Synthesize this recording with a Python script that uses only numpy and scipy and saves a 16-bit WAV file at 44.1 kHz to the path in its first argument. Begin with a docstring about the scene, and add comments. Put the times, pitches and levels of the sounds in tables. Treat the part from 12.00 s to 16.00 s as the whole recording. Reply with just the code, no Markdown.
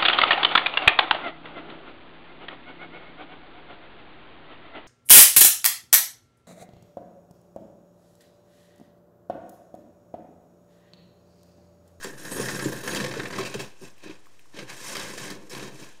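"""In a quiet room, a metal spoon scrapes thick frost off the wall of a chest freezer.
From the first stroke, stick-slip friction breaks ice crystals in clumps and shakes the hollow wall.
The bare spoon rings, larger crusts snap, and the edge catches and knocks the wall's modes into motion.
As snow fills the bowl, damping muffles the spoon. Midway the strokes ease and crumbs drop into the
chest; then the scraping resumes, softened by loose powder."""
import sys
import numpy as np
from scipy import signal
from scipy.fft import rfft, irfft
from scipy.io import wavfile
from scipy.ndimage import uniform_filter1d

SR = 44100
rng = np.random.default_rng(int(sys.argv[2]) if len(sys.argv) > 2 else 0)


def master(y):
    """Save y as 16-bit WAV."""
    cut = np.clip(np.atleast_2d(y).T, -1, 1)
    pcm = np.round(cut * 32767)  # scale
    wavfile.write(sys.argv[1], SR, pcm.astype(np.int16))


N = 176400
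T = np.arange(N) / SR


def amp(db):
    return 10 ** (np.asarray(db) / 20)


def unit(x):
    return x / np.sqrt(np.mean(x ** 2) + 1e-20)


def read(points, hz):
    f, value = np.transpose(points)
    return np.interp(np.log(hz + 1), np.log(f), value)


def level(points, column=1):
    """Amplitude envelope from rows of time and dB."""
    rows = np.array(points)
    return amp(np.interp(T, rows[:, 0], rows[:, column]))


def add(mix, s, sound):
    part = mix[max(round(s * SR), 0):][:len(sound)]
    part += sound[:len(part)]


def convolve(x, response):
    return signal.fftconvolve(x, response / np.linalg.norm(response))[:len(x)]


def colour(x, spectrum, size=8192):
    """Minimum-phase filtering gives x a spectral shape."""
    log_gain = np.log(amp(read(spectrum, abs(np.fft.fftfreq(size, 1 / SR)))))
    response = np.fft.ifft(np.exp(np.conj(signal.hilbert(log_gain))))
    return convolve(x, response.real[:size // 2])


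def wander(hz):
    """Low-pass noise: a smooth random fluctuation up to the given rate."""
    rolloff = 1 + (np.fft.rfftfreq(N, 1 / SR) / hz) ** 4
    return unit(irfft(rfft(rng.standard_normal(N)) / rolloff, N))


def ping(hz, cycles):
    """Damped oscillation whose envelope peaks at 1 after the given cycles."""
    u = T[:4000] * hz / cycles
    return u * np.exp(1 - u) * np.sin(2 * np.pi * hz * T[:4000])


def resonate(x, hz, width_hz):
    """Forced resonance whose centre follows the curve hz."""
    turn = np.exp(2j * np.pi * np.cumsum(hz) / SR)
    r = np.exp(-np.pi * width_hz / SR)
    return unit((turn * signal.lfilter([1], [1, -2 * r, r * r], x / turn)).real)


def snow_load(full_s=2.8):
    """Share of the bowl that is packed with snow."""
    return np.minimum(T / full_s, 1)


def fractures(per_s, spread_db, clumps):
    """Brittle fracture as a Poisson process: uneven clicks in clumps, at steady mean power."""
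    clicks = (rng.random(N) < per_s / SR) * rng.choice([-1., 1.], N)
    sizes = amp(spread_db * np.minimum(rng.exponential(1, N), 4))
    x = clicks * sizes * clumps
    return x / np.sqrt(abs(uniform_filter1d(x ** 2, 2600)) + 1e-9)


# Spectrum of the room tone. Each row: frequency in Hz, relative density in dB.
AIR_SPECTRUM = [(25, 3), (60, -1.5), (125, 4), (200, -16), (300, -2), (450, -5), (700, -7.5), (1200, -11),
                (2500, -11.5), (7000, -22), (15000, -44)]

def room_tone(db=-62):
    """Stationary noise, strongest in the bass, lies under the scene."""
    return amp(db) * unit(colour(rng.standard_normal(N), AIR_SPECTRUM))


def crystals(per_s, spread_db, clumps, cycles, patchy_db):
    """Free vibration: each size of crystal cracks with its own short pitch."""
    out = np.zeros(N)
    for hz in np.geomspace(600, 15000, 10):
        cracks = fractures(per_s, spread_db, clumps * amp(patchy_db * wander(39)))
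        out += np.sqrt(hz) * convolve(cracks, ping(hz, cycles))
    return unit(out)


# One list per stroke. Each row: time in seconds, then crunch, fizz and wall rumble levels in dB.
STROKE_LEVELS = [
    [(0.0, -49, -57, -47), (0.028, -45, -46, -60), (0.042, -36, -33, -64), (0.047, -43, -54, -31.5),
     (0.066, -43.5, -46, -38), (0.16, -57, -62, -45.5)],
    [(0.18, -49.5, -53, -47), (0.27, -44.5, -49, -39), (0.41, -36, -39.5, -27), (0.498, -37.5, -39, -33.5),
     (0.706, -41, -46, -31), (0.82, -43, -52, -39.5)],
    [(0.894, -34, -43.5, -30), (1.018, -30.5, -40.5, -27.5), (1.12, -43, -48, -36),
     (1.166, -36.5, -47, -31), (1.295, -47.5, -49.5, -36)],
    [(1.41, -32, -45.5, -30.5), (1.44, -38, -48, -35), (1.465, -39, -45, -36.5), (1.515, -44, -52, -46)],
    [(1.545, -38.5, -47, -35.5), (1.575, -43, -52, -43), (1.612, -40.5, -48, -35), (1.75, -62, -68, -64)],
    [(1.805, -61, -60, -66), (1.818, -53, -52, -38), (1.86, -47.5, -53, -46.5), (1.934, -71, -68, -66)],
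    [(2.015, -57.5, -65, -72), (2.04, -46, -57, -39.5), (2.105, -46.5, -62, -44.5),
     (2.2, -66.5, -67.5, -67), (2.52, -74, -66, -72)],
    [(2.542, -48, -58.5, -49.5), (2.595, -36.5, -49.5, -37), (2.665, -56, -63, -47.5),
     (2.696, -37.5, -46.5, -47), (2.76, -47.5, -49, -51)],
    [(2.88, -38.5, -38, -45), (3.0, -35, -41.5, -38), (3.14, -42.5, -46, -40.5), (3.24, -38.5, -41.5, -40),
     (3.32, -41.5, -48.5, -37), (3.39, -55, -61.5, -46), (3.49, -60.5, -61, -51)],
    [(3.52, -39.5, -45, -39), (3.67, -41.5, -49, -39), (3.705, -51.5, -59, -42.5),
     (3.77, -50.5, -54, -47.5)],
    [(3.82, -45.5, -49.5, -42.5), (4.0, -62.5, -68, -69)],
]
# Spectra of coarse and fine breaking frost. Each row: frequency in Hz, relative density in dB.
CRUNCH_SPECTRUM = [(150, -66), (350, -8), (600, -1), (1080, 2), (1270, -6.5), (1560, 5), (2100, -3.5),
                   (2800, -.5), (3400, -3.5), (4200, -2), (5200, -9), (6500, -7), (10000, -48)]
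FIZZ_SPECTRUM = [(2500, -27), (4500, -5.5), (5600, 2.5), (7200, -1), (8800, -1.5), (10200, -9.5),
                 (11600, -11.5), (13000, -12), (15800, -20.5)]

def frost(strokes, clumps, powder_db=5):
    """Acoustic emission: fractures crunch and fizz; loose powder softens both as the bowl fills."""
    powder_gain = amp(powder_db) * snow_load() ** 2
    powder = powder_gain * rng.standard_normal((2, N))
    crunch = fractures(1800, 1.26, clumps) + powder[0]
    crunch += amp(2) * crystals(600, 3.1, clumps, cycles=0.71, patchy_db=1.5)
    fizz = fractures(3200, 1.8, clumps ** 0.84) + powder[1]
    fizz += amp(7) * crystals(1100, 2.9, clumps ** 0.83, cycles=0.78, patchy_db=2.0)
    even = 1 / np.sqrt(1 + powder_gain ** 2 / 3)  # offsets the powder's added power
    crunch = unit(colour(crunch * even, CRUNCH_SPECTRUM)) * level(strokes, 1)
    fizz = unit(colour(fizz * even, FIZZ_SPECTRUM)) * level(strokes, 2)
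    return amp(-1.5) * crunch + fizz


# Broad response of the hollow wall. Each row: frequency in Hz, relative gain in dB.
WALL_RESPONSE = [(30, -56), (55, -12.5), (80, -4.5), (98, -12.5), (128, 8), (165, -3), (200, 4.5),
                 (250, -0.5), (340, 1), (420, -4.5), (520, -7), (700, -12.5), (1100, -16), (2500, -43)]
# Panel modes. Each row: frequency in Hz, relative level in dB, 60 dB decay time in seconds.
PANEL_MODES = [(125.6, -1.5, 1), (146.3, 4, 0.54), (188.3, -8, 0.35), (270.7, 7.5, 0.59),
               (326.4, 9.5, 0.46), (351.3, 8, 0.42), (406.4, 9, 0.26), (493, 10, 0.06), (675, 3, 0.31),
               (1123, -7, 0.19)]
# The spoon knocks the wall. Each row: start in seconds, relative level in dB, pitch of the spot in Hz.
WALL_KNOCKS = [(.046, -26.5, 390), (.397, -14, 414), (0.405, -16.5, 360), (.525, -23, 131.5),
               (0.652, -19.5, 131.5), (0.658, -13.5, 309), (1.029, -26, 135), (1.167, -21, 422),
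               (1.181, -25, 125), (1.385, -17, 1110), (1.394, -17.5, 370), (1.55, -18.5, 410),
               (1.557, -25.5, 133), (1.61, -30.5, 136), (1.814, -37, 363), (2.06, -29.5, 331),
               (2.095, -23.5, 320), (2.543, -35, 300), (3.212, -30, 132), (3.312, -28, 297),
               (3.434, -35.5, 325), (3.655, -30, 364), (3.818, -41, 310)]

def wall(strokes, clumps, blow_db=13, thud_db=-6):
    """Modal excitation: slips shake the wall, and each knock favours the modes near its own pitch."""
    blows, thuds = np.zeros(N), np.zeros(N)
    for s, db, hz in WALL_KNOCKS:
        blow = ping(hz, cycles=0.32)
        add(blows, s, amp(db + blow_db) * blow / abs(blow).sum())
        add(thuds, s, amp(db + thud_db) * ping(hz, cycles=1.72))
    force = amp(-4) * fractures(900, 2.1, clumps) * level(strokes, 3) + blows
    t = T[:SR // 3]
    panel = sum(amp(db - 60 * t / t60) * np.sin(2 * np.pi * hz * t) for hz, db, t60 in PANEL_MODES)
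    return amp(1.5) * colour(force, WALL_RESPONSE) + amp(-7.5) * convolve(force, panel) + thuds


# Resonance of the bowl. Each row: time in seconds, gain on the crunch envelope in dB, pitch in Hz.
BOWL_RESONANCE = [(0, 3.5, 1650), (.3, -1.5, 1740), (.8, -0.5, 1630), (1.05, -13, 1790), (1.22, -2, 1660),
                  (1.6, -7, 2720), (2.95, -6.5, 2040), (4, -11, 2450)]

def spoon_bowl(strokes, clumps):
    """Fractures force the bowl's resonance, which lies higher once snow packs it."""
    times, _, pitches = np.transpose(BOWL_RESONANCE)
    tone = resonate(fractures(900, 5.6, clumps), np.interp(T, times, pitches), width_hz=440)
    return amp(-2) * tone * level(BOWL_RESONANCE) * level(strokes, 1)


# Modes of the spoon. Each row: frequency in Hz, relative level in dB, bandwidth in Hz.
SPOON_MODES = [(1626, -9.5, 84), (5580, -3, 190), (6610, 4.5, 140), (8060, -0.5, 140), (9350, 8, 240),
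               (11140, 0, 110), (11590, 2, 170), (12050, -2.5, 160), (14780, -3, 250), (15300, -10, 250)]
# Ringing, which snow damps. Each row: time in seconds, gain on the fizz envelope in dB.
RING_LEVELS = [(0, -11.5), (.2, 1.5), (.34, 4.5), (.47, -6.5), (.85, 5), (1.1, -11), (4, -9)]
# The bare edge catches and one mode flares. Each row: time in seconds, boost in dB, frequency in Hz.
MODE_FLARES = [(.315, 13, 8040), (.33, 0, 9210), (.36, 6, 8040), (.395, 3, 6620), (.418, 4, 9210),
               (.9, 4, 6620)]

def spoon_ring(strokes, clumps, flare_s=0.021, sag=0.011, smear=0.0096, flicker_db=2.0):
    """Fractures ring the thin metal; mass loading by snow lowers and blurs its modes."""
    edge, ring = fractures(2300, 4.1, clumps), np.zeros(N)
    detune = 1 + snow_load() * (smear * wander(hz=130) - sag)
    for hz, db, width_hz in SPOON_MODES:
        flare_db = sum(boost * np.exp(-((T - s) / flare_s) ** 2)
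                       for s, boost, near in MODE_FLARES if abs(np.log2(near / hz)) < 0.1)
        gain = amp(db + flare_db + flicker_db * wander(hz=14))
        ring += gain * resonate(edge, hz * detune, width_hz)
    return amp(-11) * ring * level(RING_LEVELS) * level(strokes, 2)


# Crusts that snap. Each row: start in seconds, level in dB, treble tilt in dB, pitch in Hz,
# crumbling time in seconds.
CRUST_SNAPS = [(.0438, -30, 13, 7140, 0.0013), (0.0438, -28.5, -13, 1610, 0.0022),
               (.052, -37, -1, 1660, 0.0032), (0.2488, -34, -1, 1650, .003),
               (0.484, -26, -20, 1650, 0.0044), (0.59, -29.5, -8, 1620, 0.006),
               (0.641, -31.5, -4, 7000, 0.0065), (0.8754, -24, -2.5, 1700, 0.0026),
               (0.947, -23.5, 7, 1840, 0.0021), (0.956, -29, 1, 3000, 0.0055),
               (0.9993, -29, -15, 1910, 0.0035), (1.041, -29, -10, 2060, 0.0036),
               (1.062, -27, -7, 1960, 0.0016), (1.1094, -33, -13, 2080, 0.0049),
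               (1.1382, -26.5, -18, 1630, 0.0017), (1.195, -27, -24, 1500, 0.0042),
               (1.232, -36, -20, 1750, 0.0026), (1.252, -32.5, -25, 2090, 0.0063),
               (1.302, -35, -28, 1640, 0.0035), (1.3263, -32, -20, 1730, 0.0065),
               (1.381, -30.5, -1, 1110, 0.0068), (1.409, -37, -2, 4100, 0.0038),
               (1.448, -33, -3, 2700, 0.009), (1.5405, -29, -3, 2720, 0.0031),
               (1.591, -34.5, 1, 2450, .012), (2.096, -44.5, -12, 2260, 0.0041),
               (2.5885, -32.5, -10, 1830, 0.0013), (2.95, -28, -9, 2220, .004),
               (2.9668, -24.5, 1, 1520, 0.0013), (2.994, -36, -4, 3560, 0.007),
               (3.175, -34.5, 2, 1860, 0.0056), (3.301, -33, 1.5, 1610, 0.004),
               (3.494, -43.5, 8, 5420, 0.0083), (3.5486, -31.5, -7, 2400, 0.0022),
               (3.594, -36, -13, 2380, 0.0026)]
# Spectrum of a snap. Each row: frequency in Hz, relative density in dB.
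SNAP_SPECTRUM = [(60, -58), (200, -28), (600, 4.5), (1200, -3.5), (1700, 2), (2600, -5), (4500, -0.5),
                 (7500, -5.5), (11000, -14.5), (16000, -19)]

def snaps(ring_db=-3, muffle_db=-7):
    """Fracture cascade: a crust gives way in a volley of cracks and rings, less so in a full bowl."""
    out, t = np.zeros(N), T[:4096]
    for s, db, treble_db, pitch, crumble_s in CRUST_SNAPS:
        volley = rng.standard_normal(len(t))
        tilted = [(hz, gain + treble_db * np.clip(np.log2(hz / 3600), 0, 1))
                  for hz, gain in SNAP_SPECTRUM]
        ring = resonate(volley, np.full(len(t), pitch), width_hz=750)
        ring_gain = amp(ring_db + muffle_db * np.interp(s, T, snow_load()) ** 2)
        crack = unit(colour(volley, tilted)) + ring_gain * ring
        envelope = t / crumble_s * np.exp(1 - t / crumble_s)
        add(out, s, amp(db) * unit(crack) * envelope)
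    return out


def sticking(dip_db=-5, hold_s=0.0095):
    """Static friction holds the edge before each crust gives way: a dip in the frost's gain."""
    wait = np.array(CRUST_SNAPS)[:, :1] - T[::16]
    held = (np.exp(-(wait / hold_s) ** 2) * (wait > 0)).max(0)
    return amp(dip_db * np.interp(T, T[::16], held))


# Frost drops into the chest. Each row: start in seconds, level in dB, pitch in Hz.
FALLING_CRUMBS = [(1.981, -43, 2680), (2.258, -44, 2000), (2.269, -43, 1170), (2.394, -40, 2530),
                  (2.457, -48.5, 1080)]

def crumbs(tick_db=-15, tick_s=0.005):
    """Impact excitation: each loose bit lands with a damped ping and a tiny tick."""
    out = np.zeros(N)
    for s, db, hz in FALLING_CRUMBS:
        tick = rng.standard_normal(4000) * np.exp(-T[:4000] / tick_s)
        add(out, s, amp(db) * (ping(hz, cycles=0.67) + amp(tick_db) * tick))
    return out


# Reverberation of the room. 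Each row: frequency in Hz, 60 dB decay time in seconds.
ROOM_DECAY = [(100, 0.056), (500, 0.31), (2000, 0.21), (6000, 0.13), (16000, 0.18)]

def room(x, wet_db=-9, delay_s=0.005):
    """Early reflections in the chest, then the room's short reverberation; both are thin in the bass."""
    t = T[:SR // 2]
    taps = rng.standard_normal(len(t)) * (rng.random(len(t)) < 3000 / SR) * (t > delay_s)
    hz, age, spectra = signal.stft(taps, SR, nperseg=256)
    decay = amp(-60 * age / read(ROOM_DECAY, hz)[:, None])
    tail = signal.istft(spectra * decay, SR, nperseg=256)[1]
    chest = rng.standard_normal(len(t)) * (rng.random(len(t)) < 2500 / SR) * (t > 0.001)
    chest *= np.exp(-t / 0.0014)
    echoes = amp(-8) * convolve(x, chest) + amp(wet_db) * convolve(x, tail)
    return x + signal.lfilter(*signal.butter(2, 260, "high", fs=SR), echoes)


def scene(clump_db=2, clump_hz=63):
    """Superposition of the sources; one stick-slip fluctuation clumps all the scraping."""
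    strokes = np.vstack(STROKE_LEVELS)
    clumps = amp(clump_db * wander(clump_hz))
    direct = frost(strokes, clumps) * sticking() + snaps() + wall(strokes, clumps)
    direct += spoon_bowl(strokes, clumps) + spoon_ring(strokes, clumps) + crumbs()
    return (room_tone() + amp(-2.5) * room(direct))[None]


def record(dry, low_hz=62, high_hz=15750, offset=-0.0059):
    """Band limiting trims the bass and top treble; a small steady offset is added."""
    thinned = signal.lfilter(*signal.butter(2, low_hz, "high", fs=SR), dry)
    lowpass = signal.firwin(511, high_hz, window=("kaiser", 9), fs=SR)
    return offset + signal.oaconvolve(thinned, lowpass[None], "same")


dry = scene()
out = record(dry)
master(out)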